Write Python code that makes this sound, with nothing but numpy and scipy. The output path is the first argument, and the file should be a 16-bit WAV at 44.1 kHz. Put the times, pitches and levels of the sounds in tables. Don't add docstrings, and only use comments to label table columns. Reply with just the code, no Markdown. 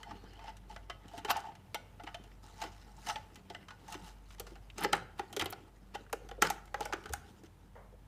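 import sys
import numpy as np
from scipy import signal
from scipy.fft import rfft, irfft, next_fast_len
from scipy.io import wavfile
from scipy.ndimage import uniform_filter1d, map_coordinates

SR = 44100
rng = np.random.default_rng(int(sys.argv[2]) if len(sys.argv) > 2 else 0)


def wrap_up_sound(samples):
    columns = np.atleast_2d(samples).T
    tamed = np.clip(columns, -1, 1)
    steps = np.round(tamed * 32767).astype(np.int16)
    wavfile.write(sys.argv[1], SR, steps)


def nominal_scale(level):
    x = np.asarray(level, float) / 20
    return 10 ** x


N = 355887
HIT = 8192
SEATED_S = 4.2

# shaft_order, level_db, second_motor_share
FAN_HUM = [(1, -57, 0.67), (2, -70, 0.1), (4, -70.5, 0.88)]
# frequency_hz, density_db_per_hz
AIR_NOISE = [(15, -13), (30, -31.5), (62, -21.5), (85, -5.5), (120, -12.5), (250, -24.5), (450, -29),
             (800, -27.5), (1500, -35.5), (3000, -41.5), (5000, -47), (10400, -48), (16000, -51.5)]
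# frequency_hz, t60_s
ROOM_DECAY = [(150, 0.51), (1000, 0.5), (4000, 0.33), (12000, 0.23)]
# frequency_hz, gain_db
TO_WALLS = [(550, 1.5), (850, -5.5), (1450, -2), (2500, -3)]
# frequency_hz, gain_db
FAR_THUD = [(250, -34.5), (450, 5.5), (800, 1.5), (2200, -10), (2600, -41)]
# frequency_hz, gain_db
MIC_BAND = [(30, -12), (42, 0), (15250, 0), (15500, -16), (16100, -20), (16500, -90)]

# frequency_hz, width_hz, level_db
PANEL_MODES = [(1280, 20, 0.5), (1470, 19.3, 10), (1770, 81, -8.5), (2029, 27, 7), (2783, 86, -3.5),
               (3076, 54, 7), (3580, 92, -23), (4290, 42, -7), (5240, 110, -13.5), (5890, 30, -4),
               (7630, 33, -14.5)]
# frequency_hz, width_hz, level_db
OPEN_POCKET = [(700, 34, -8), (810, 40, -2), (885, 33, 0)]
# frequency_hz, width_hz, level_db
SHUT_POCKET = [(730, 70, -9), (810, 42, 0), (880, 70, -9)]
# frequency_hz, gain_db
CONTACT_EDGE = [(90, -25.5), (350, -9), (1200, 5), (3000, -2), (5000, -11), (9000, -48.5)]
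# frequency_hz, density_db_per_hz
FIZZ = [(2350, -29), (4000, 5.5), (4710, 1), (6040, 4), (13100, -10), (15200, -11), (16000, -30.5)]
# frequency_hz, gain_db
CASING = [(45, -22.5), (90, -7), (200, 6.5), (320, 5), (480, 3), (700, -44.5)]

# time_s, pressure_db, speed_db (as extra fizz)
FINGERS = [(0.0, -66.5, -14), (0.29, -64, -19), (0.76, -74.5, -29), (1.3, -64.5, -21), (1.65, -77, -20),
           (2.49, -70, -8), (2.6, -68.5, -8), (3.14, -73.5, 4), (3.37, -71.5, -11.5), (4.79, -76.5, -5),
           (4.95, -86, -17), (5.21, -76.5, 0), (5.45, -64.5, -16), (5.8, -75.5, -5.5), (6.9, -72, -4.5),
           (7.21, -69.5, -4.5), (7.46, -80, -3), (8.07, -81.5, -16)]
# peak_s, level_db, rise_ms (20 dB), fall_ms (20 dB), brightness_db
SCRAPES = [(0.12, -58, 79, 32, -21.5), (0.482, -51, 120, 47, -21), (0.696, -58.5, 12, 120, -5),
           (1.189, -54, 130, 21, -8), (1.311, -26.5, 22, 12, -12.5), (1.35, -44.5, 3, 87, -21),
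           (2.073, -42.5, 11, 29, -23), (2.625, -42, 31, 53, -7), (3.102, -49.5, 83, 16, 1),
           (3.929, -54, 106, 77, -6), (4.08, -59.5, 109, 63, -0.5), (4.783, -46, 11, 24.5, -4.5),
           (4.846, -31, 39.5, 16, -22), (4.929, -30, 4, 6, -8.5), (4.94, -49.5, 2, 90.5, -14.5),
           (5.197, -45.5, 19.5, 1, -15), (5.398, -39, 5, 40, -20), (5.951, -39.5, 11, 14, -11),
           (6.42, -29.5, 3, 13, -7), (6.428, -36, 13, 72, -13), (6.821, -48.5, 18, 92, -9)]
# start_s, length_ms, level_db, pocket_db, brightness_db
DRAGS = [(0.06, 35, -74.5, 24, -14), (2.86, 130, -79, 14, -9), (3.07, 56, -51, 7.5, -9),
         (1.402, 3.9, -67, 1, 7.5), (1.441, 60, -66, 18, -9), (2.429, 146, -72, 3, 0.5),
         (2.721, 103, -69.5, -16, -4), (4.288, 61, -70.5, -8, 1), (4.468, 62, -68.5, 2, -1),
         (2.43, 64, -79, -10, 2.5), (7.44, 28, -68, -16.5, -4)]
# start_s, peak_db, pitch_hz, t60_ms
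SLIPS = [(4.7797, -39.5, 7000, 28), (4.787, -39, 6950, 15), (4.807, -42, 9500, 20), (4.816, -46, 11000, 20),
         (4.826, -44, 10000, 16), (4.8352, -30, 11000, 14), (4.8432, -34.5, 6200, 14),
         (4.953, -43, 8000, 14), (4.967, -43, 7200, 12), (1.286, -38, 2800, 30), (1.2987, -34, 11000, 15),
         (1.3, -26.5, 3100, 39), (1.305, -36, 9000, 10), (1.313, -32, 3300, 34), (1.328, -47, 5200, 10),
         (1.393, -50, 8500, 10), (5.1803, -57, 11000, 12), (5.189, -54, 10000, 13), (5.412, -39, 7300, 15),
         (5.444, -42, 9000, 12), (5.4566, -32.5, 13000, 15), (5.5055, -34, 13500, 18),
         (5.524, -42, 10600, 11), (5.532, -38, 3800, 13), (6.4235, -32, 9500, 12), (6.451, -44, 10000, 15),
         (3.905, -51, 9000, 20), (4.0564, -63, 8600, 18), (4.2938, -65, 8100, 15), (2.5794, -51, 6000, 30),
         (2.966, -54, 5900, 40), (3.0264, -56, 6800, 30), (3.3447, -54, 6200, 18), (6.798, -59, 6000, 9.1),
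         (6.828, -42, 3600, 18), (4.9315, -21, 1600, 41), (6.4225, -20.5, 1340, 68), (6.449, -28, 1560, 60),
         (4.3976, -32, 11700, 15), (1.309, -25, 14000, 40), (1.7448, -32, 12500, 17),
         (6.128, -34, 12000, 15), (6.064, -51, 1300, 25), (6.096, -51, 1300, 25), (3.025, -51, 2200, 46),
         (1.2, -54, 4600, 15), (4.846, -37, 15000, 20), (6.1, -59, 9000, 12), (2.315, -55, 2000, 30),
         (4.812, -39, 1500, 60),
         (6.743, -29.5, 1440, 25),
    (6.1285, -27.5, 1280, 20),
    (6.926, -34.5, 1860, 30),
    (3.1, -42, 1400, 30),
    (3.928, -46, 2900, 30),
    (4.7, -42, 2560, 33),
]

# start_s, peak_db, pitch_hz
KNOCKS = [(1.174, -45, 257), (1.248, -36.5, 410), (2.035, -47, 325), (3.499, -46.5, 380), (3.949, -40, 298),
          (4.398, -40, 440), (4.515, -44.5, 317), (4.783, -40, 372), (4.846, -25, 423), (4.931, -34, 404),
          (5.193, -35.5, 380), (5.365, -31.5, 377), (5.421, -33, 358), (5.455, -37, 360), (5.947, -41, 457),
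          (6.131, -32, 417), (6.311, -43.5, 450), (6.419, -27.5, 406), (6.741, -37.5, 450),
          (6.806, -37, 462), (6.855, -37, 555), (6.93, -31.5, 371), (7.053, -44.5, 390),
          (7.433, -48.5, 327)]
# start_s, peak_db, pitch_hz
ROCKS = [
    (4.933, -41, 131.5),
    (5.412, -44, 95),
    (6.416, -41.5, 180),
    (7.081, -41.5, 76.3),
]
# start_s, peak_db, pitch_hz
BUMPS = [
    (2.637, -43, 347),
    (4.02, -51, 172),
    (5.333, -50, 330),
    (6.378, -41.5, 450),
    (6.44, -30, 404),
    (7.1, -42.5, 406),
    (7.92, -53.5, 496),
    (6.891, -43.5, 750),
]

# start_s, peak_db, pocket_db, brightness_db
FACE_TAPS = [(0.1091, -32.5, -2.5, -17.5), (0.3923, -40.5, -8, -15), (0.4409, -44, 7, -9),
             (0.6983, -44, 6, -18), (0.8981, -27, -8, -14), (1.1345, -54, 18, 0), (1.2476, -25.5, -7, -11),
             (1.3671, -32, -0.5, -3.5), (1.5179, -44.5, -1.5, -24), (1.9973, -38, 0.5, -28),
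             (2.6361, -33.5, 0.5, -12), (3.684, -34.5, -29, -13.5), (3.706, -35, -14, -16),
             (3.8801, -40.5, 1.5, -6)]
# start_s, peak_db, pocket_db, brightness_db
PRESSES = [(4.555, -39.5, -6.5, -20), (4.8084, -36, 5, -22), (4.847, -19.5, -2.5, -13),
           (5.1941, -24, 1, -15), (5.4205, -23, -6.5, -8), (5.502, -58, -22, 20),
           (5.5254, -28.5, -4.5, -9.5), (6.1281, -25.5, -3, -2), (6.2886, -37, -3, -8),
           (6.422, -10, -9.5, -4), (6.656, -50, -24, 0.5), (6.6765, -46, -28, -16.5),
           (6.8267, -42, -24, -18.5), (6.854, -30, -1, -3.5), (6.9253, -23, -3.5, -17),
           (6.9332, -20.5, -15, -14), (7.0575, -29.5, -12, -13.5)]
# start_s, peak_db, pocket_db, brightness_db
CLIPS = [(0.031, -34.5, -23, -7), (0.3336, -45, -6, -6), (0.4714, -57, 2, -14), (0.7622, -32.5, -7, -14.5),
         (1.2814, -36.5, 10, -19.5), (1.292, -21, -11, -22), (2.6162, -29, -4, -12),
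         (3.548, -29.5, -10.5, -16.5), (4.9305, -7.5, -9, -15), (5.9529, -33.5, 1.5, -15),
         (6.3124, -34, -3, -18), (6.4704, -23, -24, -7), (6.7428, -23, -2.5, -19.5), (6.797, -46, 7, -18),
         (6.8065, -26.5, 3, -4), (7.0384, -41, -15, -14), (7.093, -40.5, -3, -6.5), (7.1351, -24, -4, 0.5),
         (7.436, -53.5, -16, 0)]
# start_s, peak_db, pocket_db, brightness_db
RIM_TICKS = [(0.4914, -46, 2, -6), (0.5681, -46.5, -19, -2), (1.0812, -45, -8, -6), (1.1783, -37, -7, -2.5),
             (1.3069, -25, -13, -11), (1.5519, -43, -1, -9), (1.7448, -22.5, -4.5, -6.5),
             (2.0356, -41.5, -2, -6.5), (2.144, -30, -5, -12), (2.238, -48.5, 0, -4),
             (3.0964, -22, -5, -44), (3.1574, -24, -5.5, -16.5), (3.3568, -41.5, -9, -3.5),
             (3.4996, -34.5, 0, -11), (3.9235, -35.5, -6, -2), (3.942, -30, -24, -12),
             (4.3047, -43, -36, -12.5), (4.3824, -47, -6, -10), (4.3972, -34.5, -5, 0),
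             (4.467, -40, -11, -8.5), (5.3275, -34.5, -5.5, -3.5), (5.3647, -24, -19, -4),
             (5.395, -20.5, -34, -5), (5.4114, -18.5, -24, -24), (5.4583, -23, -10.5, -15),
             (6.5009, -23, 4, 0.5), (7.1253, -42, -27, 4)]
CORNER_TAPS = [
    .898,
    1.135,
    2.144,
    3.548,
]


def unit(x):
    return x / np.sqrt(np.mean(x ** 2, axis=-1, keepdims=True) + 1e-20)


def peak_one(x):
    return x / np.abs(x).max(axis=-1, keepdims=True)


def along(points, hz):
    f, v = np.transpose(points)
    return nominal_scale(np.interp(np.log(hz + 1), np.log(f + 1), v))


def wobble(rate):
    knots = rng.standard_normal(int(N * rate / SR) + 4)
    return map_coordinates(knots, [np.arange(N) * rate / SR])


def filtered(x, response):
    m = next_fast_len(x.shape[-1] + 2048)
    return irfft(rfft(x, m) * response(np.fft.rfftfreq(m, 1 / SR)), m)[..., :x.shape[-1]]


def modes(table, luck=np.zeros((1, 16, 2)), scatter_db=0, detune=0, damping=1):
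    def response(f):
        total = 0
        for k, (centre, width, db) in enumerate(table):
            strength = (-1) ** k * nominal_scale(db + scatter_db * luck[:, k, :1])
            shifted = centre * (1 + detune * luck[:, k, 1:])
            loss = 1j * f * width * damping
            total = total + strength * loss / (shifted ** 2 - f * f + loss)
        return total
    return response


def broad_resonance(hz, width):
    def response(f):
        loss = 1j * f * hz * width
        return (loss / (hz ** 2 - f * f + loss)) ** 2
    return response


def placed(s, rows):
    at = np.round(s * SR).astype(int) + np.arange(rows.shape[1])
    return np.bincount(at.ravel(), rows.ravel(), N + HIT)[:N]


def patchy(x, depth_db):
    z = signal.stft(x, nperseg=512)[2]
    field = uniform_filter1d(rng.standard_normal(z.shape), 8, 0)
    field = uniform_filter1d(field, 6, 1)
    return signal.istft(z * nominal_scale(depth_db * field / field.std()), nperseg=512)[1][:N]


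def fans():
    t = np.arange(N) / SR
    shaft = 2 * np.pi * 48.15 * t
    lag = 2 * np.pi * (t - 2.58) / 1.92
    hum = 0
    for k, db, share in FAN_HUM:
        motors = np.sin(k * shaft) + share * np.sin(k * (shaft + lag))
        hum = hum + nominal_scale(db + 1.3 * k ** .5 * wobble(6.4)) * motors
    air = unit(filtered(rng.standard_normal(N), lambda f: along(AIR_NOISE, f)))
    return hum + nominal_scale(-60.5 + 0.58 * wobble(1.615) + 0.75 * wobble(9.3)) * air


def far_thud():
    after = np.arange(N) / SR - 7.755
    puff = unit(filtered(rng.standard_normal(N), lambda f: along(FAR_THUD, f)))
    return nominal_scale(-52.5 - 60 * np.clip(after, 0, 1) / 0.45) * (after > 0) * puff


def room(x):
    f, t60 = np.transpose(ROOM_DECAY)
    hz, t, z = signal.stft(rng.standard_normal((3, SR // 2)), SR, nperseg=256)
    decay = nominal_scale(-60 * t / np.interp(hz, f, t60)[:, None])
    tails = signal.istft(z * decay, SR, nperseg=256)[1]
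    tails = tails / np.linalg.norm(tails[0])
    turn = np.arange(N) // (SR // 3) % 3 == np.arange(3)[:, None]
    wet = signal.fftconvolve(x * turn, tails, axes=1).sum(axis=0)
    return np.pad(wet, (250, 0))[:N]


def slide_whistle():
    end_s, fade_s = 0.47, .11
    t = np.arange(N) / SR
    band = unit(filtered(rng.standard_normal(N), modes([(4300, 230, 0)]))[0])
    return nominal_scale(-75 - 20 * np.clip((t - end_s) / fade_s, 0, 10) + 1.4 * wobble(19)) * band


def rub(level_db, pocket_db, bright_db, rumble_db, grain_db, clump_db, patch_db):
    grains = rng.standard_normal(N) * nominal_scale(grain_db * wobble(700))
    grains /= np.sqrt(np.abs(uniform_filter1d(grains ** 2, size=1200)) + 1e-9)
    grains = unit(patchy(grains, patch_db) * nominal_scale(clump_db * wobble(40)))

    def voices(f):
        panel = modes(PANEL_MODES, damping=2.5)(f)[0] + nominal_scale(-3) * along(CONTACT_EDGE, f)
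        return [panel, modes(OPEN_POCKET)(f)[0], along(FIZZ, f), along(CASING, f)]

    scale = np.std(filtered(rng.standard_normal(N), voices), axis=1, keepdims=True)
    gains = nominal_scale(np.array([level_db, pocket_db, bright_db, rumble_db]))
    return np.sum(filtered(grains * gains, voices) / scale, axis=0)


def finger_slides():
    t = np.arange(N) / SR
    s, pressure_db, speed_db = np.transpose(FINGERS)
    pressure, speed = np.interp(t, s, pressure_db), np.interp(t, s, speed_db)
    rumble = pressure + 4 + 3.5 * (t > SEATED_S + 1)
    return rub(pressure, pressure - 2, pressure + speed, rumble, grain_db=4.5, clump_db=3.5, patch_db=4)


def strokes(t):
    drag_edge_ms = 8.2
    rows = []
    for s, db, rise, fall, bright in SCRAPES:
        pocket = -0.5 if s > SEATED_S else 4
        pocket -= 0.24 * max(db + 39.0, 0)
        rows.append((s, 0, db, rise, fall, pocket, bright))
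    for s, hold, db, pocket, bright in DRAGS:
        rows.append((s, hold, db, drag_edge_ms, drag_edge_ms, pocket, bright))
    s, hold, db, rise, fall, pocket, bright = np.transpose(rows)[:, :, None]
    ms = np.arange(round(t[-1] * 1000) + 2)
    after = ms - 1000 * s
    slope = np.maximum(-after / np.abs(rise), (after - hold) / np.abs(fall))
    level = db - 20 * np.maximum(slope, 0)
    curves = []
    for extra in (0, pocket, bright):
        total_db = 20 * np.log10(nominal_scale(level + extra).sum(axis=0) + 1e-5)
        curves.append(np.interp(t, ms / 1000, total_db))
    return curves


def scrapes():
    t = np.arange(N) / SR
    level, pocket, bright = strokes(t)
    rumble = level - np.where(t > SEATED_S, 11, 22)
    return rub(level, pocket, bright, rumble, grain_db=4.5, clump_db=1.5, patch_db=2)


def knocks(rows, t60_s):
    s, db, hz = np.transpose(rows)[:, :, None]
    t = np.arange(HIT) / SR
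    envelope = nominal_scale(-60 * t / np.clip(t60_s, .01, .3)) * (1 - np.exp(-t / 0.0011))
    push = rng.standard_normal((len(s), HIT)) * envelope
    return placed(s, nominal_scale(db + 1.0) * peak_one(filtered(push, broad_resonance(hz, 0.46))))


def slips():
    s, db, hz, t60_ms = np.transpose(SLIPS)[:, :, None]
    t = np.arange(2048) / SR
    envelope = nominal_scale(-60000 * t / np.clip(t60_ms, 3, 60)) * (1 - np.exp(-t / 0.00055))
    burst = rng.standard_normal((len(s), len(t))) * envelope
    return placed(s, nominal_scale(db) * peak_one(filtered(burst, broad_resonance(hz, 0.55))))


def contacts():
    # chatter_ms, region_hz (loudest panel region)
    kinds = [(FACE_TAPS, (7.8, 1040)), (PRESSES, (5.1, 1510)), (CLIPS, (3.8, 1800)), (RIM_TICKS, (7.4, 3400))]
    hits = sorted(tuple(row) + kind for rows, kind in kinds for row in rows)
    s, db, pocket_db, bright_db, chatter_ms, region_hz = np.transpose(hits)[:, :, None]
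    t = np.arange(HIT) / SR
    seated = s > SEATED_S
    luck = rng.standard_normal((len(s), 2, 16, 2))
    noise = rng.standard_normal((len(s), 3, HIT))

    fade_ms = np.clip(chatter_ms * (1 - 0.021 * np.maximum(db + 28.5, 0)), .3, 30)
    fade = np.exp(-1000 * t / fade_ms) * (1 - np.exp(-t / 0.000091))
    chatter = noise[:, 0] * nominal_scale(4.6 * noise[:, 1]) * fade
    chatter = chatter + seated * nominal_scale(12) * (np.arange(HIT) == 8)

    plate = modes(PANEL_MODES, luck[:, 0], scatter_db=2.5, detune=.008, damping=np.where(seated, 7, 1.1))

    def panel_response(f):
        highpass = (f / (f - 180j)) ** 2
        favoured = 1j * f * region_hz * 0.39 / (region_hz ** 2 - f * f + 1j * f * region_hz * 0.4)
        return highpass * (nominal_scale(-2.5) + favoured) * (plate(f) + nominal_scale(-2.0) * along(CONTACT_EDGE, f))

    panel = peak_one(filtered(chatter, panel_response))

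    def fizz_response(f):
        return along(FIZZ, f) * (f / 8000 + 1e-3) ** (0.11 * (bright_db + 7.0))

    fizz = peak_one(filtered(noise[:, 1] * fade ** 1.26, fizz_response) * (t < .05))

    dying = noise[:, 2] * nominal_scale(-60 * t / np.where(seated, .16, .1)) * (1 - np.exp(-t / 0.0025))
    dull_hz = np.where(seated, 2500, 3500)
    crunch = peak_one(filtered(dying, lambda f: along(CONTACT_EDGE, f) / (1 + (f / dull_hz) ** 2)))

    push = filtered(chatter * np.where(seated, fade, 1), lambda f: 1 / (1 + 1j * f / 900))
    near_corner = np.abs(s - CORNER_TAPS).min(axis=1) < .005
    luck[:, 1, 0, 0] += 6 * near_corner
    loose_air = modes(OPEN_POCKET, luck[:, 1], scatter_db=2.5, detune=.005)
    shut_air = modes(SHUT_POCKET, luck[:, 1], scatter_db=2, detune=.01)
    pocket = peak_one(filtered(push, lambda f: np.where(seated, shut_air(f), loose_air(f))))

    mix = panel + nominal_scale(bright_db + 4) * fizz + nominal_scale(pocket_db) * pocket
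    mix = mix + nominal_scale(np.where(seated, -14, -19)) * crunch
    return placed(s, nominal_scale(db - 5.5) * mix)


def scene():
    panel = finger_slides() + scrapes() + knocks(KNOCKS, t60_s=0.065) + knocks(ROCKS, t60_s=0.35) + contacts()
    walls = patchy(room(filtered(panel, lambda f: along(TO_WALLS, f))), depth_db=1.5)
    background = fans() + far_thud() + slide_whistle()
    close = knocks(BUMPS, t60_s=0.15) + slips()
    return (background + nominal_scale(-11.5) * walls + panel + close)[None]


def top_cut(x):
    return signal.sosfilt(signal.butter(12, 16520, fs=SR, output="sos"), x)


def record(dry):
    mix = filtered(dry, lambda f: along(MIC_BAND, f))
    return top_cut(mix)


dry = scene()
out = record(dry)
wrap_up_sound(out)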